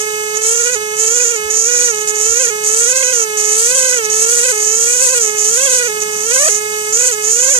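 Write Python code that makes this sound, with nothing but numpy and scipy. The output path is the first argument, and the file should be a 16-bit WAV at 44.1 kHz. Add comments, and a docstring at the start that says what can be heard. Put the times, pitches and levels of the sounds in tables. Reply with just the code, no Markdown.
"""A pneumatic scribe chips rock from a fossil, close to a microphone pair and a little to its right.
Its piston lets out a puff of air every cycle, summed from overtones: a clean buzz, with a hiss of noise.
Pressed on the stone, the buzz climbs and roughens, and uneven blows ring the modes of the steel tip
while bursts of noise make the grit breaking away. A thin barrel whine, a low room wash and three dull
bumps lie underneath."""
import sys
import numpy as np
from scipy import signal
from scipy.fft import rfft, irfft, next_fast_len
from scipy.io import wavfile
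from scipy.ndimage import uniform_filter1d, minimum_filter1d

SR = 44100
rng = np.random.default_rng(int(sys.argv[2]) if len(sys.argv) > 2 else 0)


def unload_audio(sound):
    """Save the sound as a 16-bit wav file, at the path given as the first command line argument."""
    columns = np.transpose(np.atleast_2d(sound))
    # keep every value between -1 and 1, then stretch to whole-number steps
    steps = np.round(np.clip(columns, -1, 1) * 32767)
    wavfile.write(sys.argv[1], SR, steps.astype(np.int16))


N = 334719
TIME = np.arange(N) / SR
SIZE = next_fast_len(N + 4096, True)  # padded for filtering
FREQS = np.fft.rfftfreq(SIZE, 1 / SR)
IDLE_HZ = 426  # piston speed running free, before its waver and sag


def amp(db):
    """Decibels to gain."""
    return 10 ** (np.asarray(db) / 20)


def unit(x):
    """Scales to an rms of one."""
    return x / np.sqrt(np.mean(x ** 2) + 1e-20)


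def curve(rows):
    """A control curve at every sample."""
    return np.interp(TIME, *np.transpose(rows))


def spectrum(rows, axis=1):
    """One column of a table, joined on a log-frequency axis."""
    rows = np.asarray(rows, float)
    return np.interp(np.log(FREQS + 1), np.log(rows[:, 0]), rows[:, axis])


def shaped(x, response):
    """Filters by a frequency response."""
    return irfft(rfft(x, SIZE) * response, SIZE)[..., :N]


def causal(db):
    """The minimum-phase response with this gain: it rings only after each blow."""
    cepstrum = irfft(np.log(amp(db)), SIZE)
    cepstrum[1:SIZE // 2] *= 2
    cepstrum[SIZE // 2 + 1:] = 0
    return np.exp(rfft(cepstrum))


def late(lag_s):
    """The response of a delay in seconds."""
    return np.exp(-2j * np.pi * FREQS * lag_s)


def wander(rate_hz, size=16384, step=32):
    """Smooth chance, up to about this rate, drawn once every few samples (step)."""
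    hz = np.fft.rfftfreq(size, step / SR)
    slow = irfft(rfft(rng.standard_normal(size)) * np.exp(-(hz / rate_hz) ** 2))
    return np.interp(np.arange(N) / step, np.arange(size), unit(slow))


def clicks(times, sizes):
    """Clicks placed between the samples as windowed sincs."""
    at = np.floor(times * SR).astype(int)[:, None] + np.arange(-7, 9)
    off = at - times[:, None] * SR
    taps = sizes[:, None] * np.sinc(off) * np.cos(np.pi * off / 16) ** 2
    return np.bincount(np.clip(at, 0, N).ravel(), taps.ravel(), N + 1)[:N]


def noise_pair(gate, colour, likeness, lag_s):
    """Gated noise as the two microphones hear it: partly alike, later on the left."""
    near, other = rng.standard_normal((2, N)) * gate
    c = np.clip(likeness, 0, 1)
    far = c * near + np.sqrt(1 - c * c) * other
    left = shaped(far, amp(spectrum(colour, axis=1)) * late(lag_s))
    right = shaped(near, amp(spectrum(colour, axis=2)))
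    return unit(np.array([left, right]))


def room(room_db=4, bump_hz=72, bump_s=0.012, bump_db=4):
    """A low wash of background noise, and dull decaying bumps as the rock is handled."""
    # colour of the work place: pitch_hz, relative level_db
    room_colour = [(25, -24), (45, -3), (70, 0), (110, 3), (180, 7), (300, 0.5), (500, -6.5), (900, 1),
                   (2000, -10), (5000, -14.5)]
    # slow swell of the background, ahead of room_db: time_s, level_db
    swell = [(0.0, -48.5), (3.3, -48), (5.9, -46), (6.21, -42), (6.5, -47), (7.59, -47.5)]
    # soft knocks of the hands on the rock, ahead of bump_db and the decay: time_s, level_db
    bumps = [(0.769, -40), (1.449, -34), (2.299, -30)]
    common, left, right = shaped(rng.standard_normal((3, N)), amp(spectrum(room_colour)))
    pair = np.array([0.77 * (common + 0.76 * left), common + 0.58 * right])
    wash = amp(curve(swell) + room_db) * unit(pair)
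    for s, db in bumps:
        age = np.maximum(TIME - s + bump_s / 2, 0)
        thud = age / bump_s * np.exp(-age / bump_s) * np.sin(2 * np.pi * bump_hz * age)
        wash = wash + amp(db + bump_db) * thud
    return wash


def piston_speed(lean_power=1.6, run_down_power=2.05, waver_hz=.45, sag_hz_per_s=.2,
                 jam_build_s=.03, jam_yield_s=.004, jam_drop_share=.6):
    """Strokes per second: each push raises the speed from idle, holds it and lets it run down; jams add surges."""
    # the hand leans on the tool and the piston speeds up:
    # start_s, full_pressure_s, let_go_s, top_speed_hz, speed_when_let_go_hz, run_down_s
    pushes = [(0.312, 0.678, 0.75, 487, 499, 0.0098), (0.917, 1.209, 1.35, 481.8, 462.5, 0.028),
              (1.47, 1.702, 1.89, 476, 493.4, 0.058), (2.186, 2.408, 2.5, 496.4, 477.5, 0.0084),
              (2.635, 2.95, 3.124, 513.5, 492.7, 0.21), (3.487, 3.755, 3.945, 522, 498, 0.14),
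              (4.034, 4.46, 4.515, 498.6, 503.9, 0.014), (4.596, 5.024, 5.135, 516.3, 511.4, 0.18),
              (5.438, 5.627, 5.872, 530.2, 480.2, 0.018), (6.206, 6.48, 6.48, 656, 649, 0.014),
              (6.895, 7.006, 7.11, 495.8, 502.8, 0.03), (7.222, 7.498, 7.58, 541, 505, 0.11)]
    # the tip jams, the piston races, and it drops back as the stone yields: time_s, extra_speed_hz
    jams = [(1.235, 18.8), (1.85, 14.1), (2.427, 29.1), (3.03, 42.5), (3.125, 22.3), (5.145, 20.6),
            (5.662, 16), (6.494, 24), (7.53, 26)]
    extra = np.zeros(N)
    for start, full, let_go, top_hz, end_hz, run_down in pushes:
        # pressure builds slowly at first; the speed falls fastest just after letting go
        lean = np.clip((TIME - start) / (full - start), 0, 1) ** lean_power
        ease = np.clip(1 - (TIME - let_go) / run_down, 0, 1) ** run_down_power
        held = np.interp(TIME, [full, let_go], [top_hz, end_hz]) - IDLE_HZ
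        extra = np.maximum(extra, lean * ease * held)
    for s, jam_hz in jams:
        swing = np.interp(TIME, [s, s + jam_yield_s], [1, -jam_drop_share])
        extra += jam_hz * swing * np.exp(-np.abs(TIME - s) / jam_build_s)
    # the air supply is never quite even
    return IDLE_HZ + extra + waver_hz * wander(12) - sag_hz_per_s * (TIME - TIME.mean())


def piston(speed, load, free_jitter=0.00209, load_jitter=.014, load_wobble=.018):
    """Cycles run so far, and the moment of each stroke; rebounds off the stone unsettle the rhythm."""
    jitter = (free_jitter + load_jitter * load) * wander(220.34)
    wobble = load_wobble * np.minimum(load, 1) * wander(32)
    turns = np.cumsum(speed * (1 + jitter + wobble)) / SR
    strokes = np.interp(np.arange(1, int(turns[-1])), turns, TIME)
    return turns, strokes


def blow_force(strokes, blow_db=5, recoil=0.5, chatter_db=2.12):
    """A hard blow throws the tip clear, so hard and soft blows tend to alternate, in uneven runs."""
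    chance = rng.standard_normal(len(strokes))
    seating = unit(signal.lfilter([1], [1, np.clip(recoil, 0, .9)], chance))
    chatter = chatter_db * np.interp(strokes, TIME, wander(38))
    return unit(amp(blow_db * np.tanh(seating) + chatter))


def contact(load, tip_db=1, dust_db=3.5, crumble_db=2.06, crumble_hz=10):
    """Each cut digs in, holds and lifts off: how hard the tip rings, how much dust flies, and the ring's pitch."""
    # the tip is on the stone, levels ahead of the gains below: touch_s, clear_s, dig_in_s, lift_off_s,
    # ring_db, ring_pitch_hz (target), dust_db, dust_gained_from_touch_to_clear_db
    cuts = [(-0.02, 0.066, 0.011, 0.067, -22, 6560, -30, 0),
            (0.345, 0.389, 0.01, 0.015, -19.5, 6790, -34, 0),
            (0.408, 0.777, 0.019, 0.032, -16, 6790, -30, -4),
            (0.952, 1.4, 0.057, 0.096, -14.5, 6870, -33.5, -9),
            (1.498, 1.95, 0.01, 0.072, -13.5, 6600, -31.5, -1),
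            (1.899, 2.06, 0.021, 0.047, -25.5, 6598, -36, 0),
            (2.072, 2.123, 0.0037, 0.023, -15.5, 6790, -26, -3.5),
            (2.108, 2.541, 0.14, 0.1, -14, 6730, -30.5, -5),
            (2.626, 2.95, 0.044, 0.03, -14.5, 6780, -26.5, -1),
            (2.92, 3.142, 0.061, 0.03, -16.5, 6700, -29.5, -4),
            (3.123, 3.256, 0.011, 0.024, -16, 6650, -33.5, -2),
            (3.368, 4.027, 0.0046, 0.056, -16.5, 6713, -26, -2.5),
            (4.018, 4.069, 0.034, 0.011, -16.5, 6520, -32, 0),
            (4.098, 4.612, 0.002, 0.13, -15.5, 6794, -21.5, 1),
            (4.53, 5.359, 0.14, 0.13, -14.5, 6778, -25, -2),
            (5.345, 5.918, 0.056, 0.11, -15.5, 6745, -23.5, 0.5),
            (5.994, 6.048, 0.02, 0.019, -18.5, 6580, -31, 0), (6.081, 6.34, 0.21, 0.02, -19, 6524, -30, 0),
            (6.316, 6.612, 0.026, 0.068, -14, 6694, -24, -2.5),
            (6.643, 6.927, 0.14, 0.01, -32.5, 6620, -36, 7),
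            (6.923, 7.163, 0.004, 0.056, -13, 6834, -23, 3.5),
            (7.205, 7.649, 0.11, 0.02, -11.5, 6830, -30, -6)]
    # the tip skids and its bite changes for a moment, mostly weaker: time_s, gain_db
    skids = [(0.709, -10), (1.33, -6), (1.53, -8.5), (2.155, 1.5), (4.272, -3), (5.196, -7), (5.812, -10),
             (7.104, -11)]
    # a flake gives way in a surge of dust: time_s, gain_db
    flakes = [(0.5, 4), (1.84, 6), (2.78, 4.5), (3.59, 3.5), (3.78, 2), (5.06, 3), (6.37, 1)]
    touch_db, touch_s = -1.5, .012  # the ring starts a little softer, then settles
    ring_load_db, dust_load_db = -1.17, 2.24  # per unit of load: pressure damps the ring and adds dust
    dust_arch_db = 1.5  # extra dust in the middle of a cut
    skid_s, skid_dust_share, flake_s = .015, 0.49, 0.047
    bite, dust, pitch = np.zeros(N), np.zeros(N), []
    for touch, clear, dig_in, lift_off, ring_db, ring_hz, cut_dust_db, gained_db in cuts:
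        age = np.maximum(TIME - touch, 0)
        along = np.minimum(age / (clear - touch), 1)
        seated = np.clip(np.minimum(age / dig_in, (clear - TIME) / lift_off), 0, 1)
        cut_ring_db = ring_db + touch_db * np.exp(-age / touch_s)
        bite = np.maximum(bite, seated * amp(cut_ring_db))
        rising_db = cut_dust_db + gained_db * (along - 1.0)
        dust = np.maximum(dust, seated * amp(rising_db + dust_arch_db * np.sin(np.pi * along)))
        pitch.append(((touch + clear) / 2, ring_hz))
    skid_db = sum(db * np.exp(-((TIME - s) / skid_s) ** 2) for s, db in skids)
    flake_db = sum(db * np.exp(-((TIME - s) / flake_s) ** 2) for s, db in flakes)
    bite *= amp(tip_db + ring_load_db * load + skid_db)
    uneven_db = skid_dust_share * skid_db + flake_db + crumble_db * wander(crumble_hz)
    dust *= amp(dust_db + dust_load_db * load + uneven_db)
    return bite, dust, curve(pitch)


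def grit(turns, force, dust):
    """Every blow crushes stone into a short burst of dust, more for a harder blow."""
    # colour of crumbling stone: pitch_hz, relative left_db, relative right_db
    grit_colour = [(300, -47, -50), (1240, -9.5, -31), (3060, -13, -2.5), (3740, -11, -6), (4450, -15, 2),
                   (5630, -13, 5), (6150, 16, -26), (7350, -12, -13), (7600, 12.5, 14), (8300, 15.5, 4),
                   (9840, 7, 4), (11700, -13, -9), (13300, -0.5, -1.5), (14500, -20, -25)]
    crush = force[np.clip(turns.astype(int) - 1, 0, len(force) - 1)]
    gate = .25 + crush * np.exp(-(turns % 1) / .7)  # fades over each cycle
    return dust * noise_pair(gate, grit_colour, likeness=0.75, lag_s=0.000271)


def hiss(turns, steady=0.95, puff_share=1.0):
    """Air leaks all the time and spurts once a stroke, the spurt fading over a share of the cycle."""
    # colour of the exhaust hiss: pitch_hz, relative left_db, relative right_db
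    hiss_colour = [(500, -52, -41), (3460, -41, -39), (4640, -50, 1.5), (5600, -8, 0), (6500, 0.5, 3),
                   (7650, 2.5, 7), (7900, 7.5, 4), (9300, 0.5, -1.5), (11800, -14, -11.5), (12700, -5, -7),
                   (14600, -9, -5)]
    # level of the leaking air: time_s, level_db
    leak = [(0, -24), (0.85, -26), (3.3, -24), (5.9, -23.5), (7.59, -23)]
    gate = steady + np.exp(-(turns % 1) / puff_share)
    return amp(curve(leak)) * noise_pair(gate, hiss_colour, likeness=0.26, lag_s=0.000291)


def barrel(strokes, barrel_db=-25, left_db=-13, grip_db=0.5):
    """The piston taps the barrel on every stroke: a thin metallic whine, damped unevenly by the grip."""
    # response of the tapped barrel: pitch_hz, relative level_db
    barrel_colour = [(3000, -48.5), (4200, -33), (4700, 0), (5100, -31), (5550, -3), (5960, 6.5),
                     (6400, 6.5), (6800, 1), (7250, -3), (8000, -44), (11000, -31)]
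    taps = clicks(strokes, 1 + .2 * rng.standard_normal(len(strokes)))
    level = amp(barrel_db + grip_db * wander(13.0))
    near = level * unit(shaped(taps, causal(spectrum(barrel_colour))))
    return np.array([amp(left_db) * shaped(near, late(0.000362)), near])


def tip(strokes, force, load, ring_hz, slip_s=.00004, rebound=0.65, rebound_s=0.000802,
        rebound_slip_s=0.000245, rise_s=.0002, bright_db=4, rest_hz=6720, drift=.7):
    """Each blow rings the tip's modes, brighter under load, and the tip bounces once more after it."""
    # modes of the steel tip on the stone, ahead of the pitch shift: pitch_hz, width_hz,
    # relative left_db, relative right_db
    modes = [(6297, 220, -66, -1), (6722, 397, -4, 7), (7097, 380, -6.5, -9), (8020, 410, -16.5, -3.5),
             (10330, 266, -21, -24)]
    chance = rng.standard_normal((len(strokes), 3 + 2 * len(modes))).T
    first = strokes + slip_s * chance[0]
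    bounce = strokes + rebound_s + rebound_slip_s * chance[1]
    times = np.concatenate([first, bounce])
    sizes = np.concatenate([force, rebound * np.abs(chance[2])])
    t = np.arange(512) / SR
    ring = np.zeros((2, N), complex)
    pressed = np.interp(times, TIME, load)
    for (hz, width, left_db, right_db), luck in zip(modes, chance[3:].reshape(len(modes), -1)):
        mode = np.exp((2j * hz - width) * np.pi * t) * (1 - np.exp(-t / rise_s))
        mix = 1 + .3 * luck  # every blow strikes the modes in another balance
        brightness = amp(bright_db * pressed * np.log2(hz / rest_hz))
        blows = clicks(times, sizes * mix * brightness)
        ring += amp([[left_db], [right_db]]) * signal.oaconvolve(blows, mode)[:N]
    # the contact with the stone pulls all modes up or down together
    shift = np.exp(2j * np.pi * np.cumsum(drift * (ring_hz - rest_hz)) / SR)
    left, right = (ring * shift).imag
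    # keep only the treble of the ring, clear of low tones made by the pitch shift
    treble = 1 / (1 + (3800 / (FREQS + 1)) ** 10)
    pair = np.array([shaped(left, treble * late(0.0002815)), shaped(right, treble)])
    return pair / np.std(pair.mean(0))


def buzz(turns, speed, load, buzz_db=3, flutter_db=1.08, flutter_hz=70, shimmer_db=0.97,
         load_shimmer_db=0.37, knee_hz=455, span_hz=45, top_hz=5400, count=13):
    """One puff of exhaust a stroke, heard as a stack of overtones; a short, loaded stroke puffs more sharply."""
    # strength of the exhaust puffs, shaded by the fingers, ahead of buzz_db: time_s, level_db
    puff = [(0.0, -25), (1.5, -25), (1.61, -27.5), (1.73, -25.5), (4.44, -24.5), (5.01, -27.5), (5.16, -24),
            (5.45, -26), (5.77, -23.5), (6.09, -26), (6.26, -26.5), (6.3, -24), (6.49, -24), (6.51, -27.5),
            (6.72, -25.5), (7.59, -27)]
    # colour of the puffs: pitch_hz, running_free_db, under_load_db
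    exhaust = [(434, 0.5, -0.5), (660.2, 0.5, 4), (824, -9, -7), (937, -17.5, -18), (1050, -19, -6),
               (1267, -5, 0), (1434, -2, -0.5), (1830, -11.5, -1.5), (2105, -4, -6.5), (2180, -6, 4.5),
               (2500, -11.5, -5.5), (3060, -13, -12), (3600, -25.5, -19), (3860, -14, -11),
               (4160, -19.5, -11)]
    # the buzz at the far (left) microphone against the near one: pitch_hz, level_db, lag_s
    far_port = [(422, -7.5, 0.00025), (516, -5.5, 0.00028), (880, -10.5, .00028), (1020, -3.5, 0.00026),
                (1260, -7, 0.00032), (1620, -13, 0.0004), (1640, -10, 0.00021), (1800, -5, 0.00021),
                (2127, -5, 0.00018), (2127, -4.5, 0.000221), (2295, -2.5, 0.000226), (2577, -2.5, 0.00029),
                (2850, -2.5, 0.00024), (3430, 0, 0.000284), (3860, -11, 0.00035)]
    table_hz, free_db, loaded_db = np.transpose(exhaust)
    pressed = np.clip((speed - knee_hz) / span_hz, 0, 1)
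    near = np.zeros(N)
    for k in range(1, count):
        hz = k * speed
        db = (1 - pressed) * np.interp(hz, table_hz, free_db)
        db += pressed * np.interp(hz, table_hz, loaded_db)
        # the jet is turbulent: each overtone flutters by itself, the higher the more
        db += flutter_db * (1 + load) * np.log(k) * wander(flutter_hz)
        near += amp(db) / (1 + (hz / top_hz) ** 20) * np.cos(2 * np.pi * k * turns)
    shimmer = (shimmer_db + load_shimmer_db * load) * wander(58)
    near *= np.sqrt(2) * amp(curve(puff) + buzz_db + shimmer)
    far = shaped(near, amp(spectrum(far_port)) * late(spectrum(far_port, axis=2)))
    return np.array([far, near])


def scene():
    """One piston drives the buzz, the whine, the hiss and the blows on the stone."""
    speed = piston_speed()
    load = np.clip((speed - IDLE_HZ) / 80, 0, 1.8) ** .7
    turns, strokes = piston(speed, load)
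    force = blow_force(strokes)
    bite, dust, ring_hz = contact(load)
    tool = buzz(turns, speed, load) + barrel(strokes) + hiss(turns)
    stone = bite * tip(strokes, force, load, ring_hz) + grit(turns, force, dust)
    return tool + stone + room()


def record(dry, edge_hz=14300):
    """A fast limiter holds the loudest peaks under full scale; then a low-pass sets the top of the band."""
    headroom = 1 / np.maximum(np.abs(dry) / .99, 1)
    gain = uniform_filter1d(minimum_filter1d(headroom, size=65), size=65)
    low_pass = signal.firwin(1023, edge_hz, window=("kaiser", 8), fs=SR)
    return signal.oaconvolve(dry * gain, low_pass[None], "same")


dry = scene()
out = record(dry)
unload_audio(out)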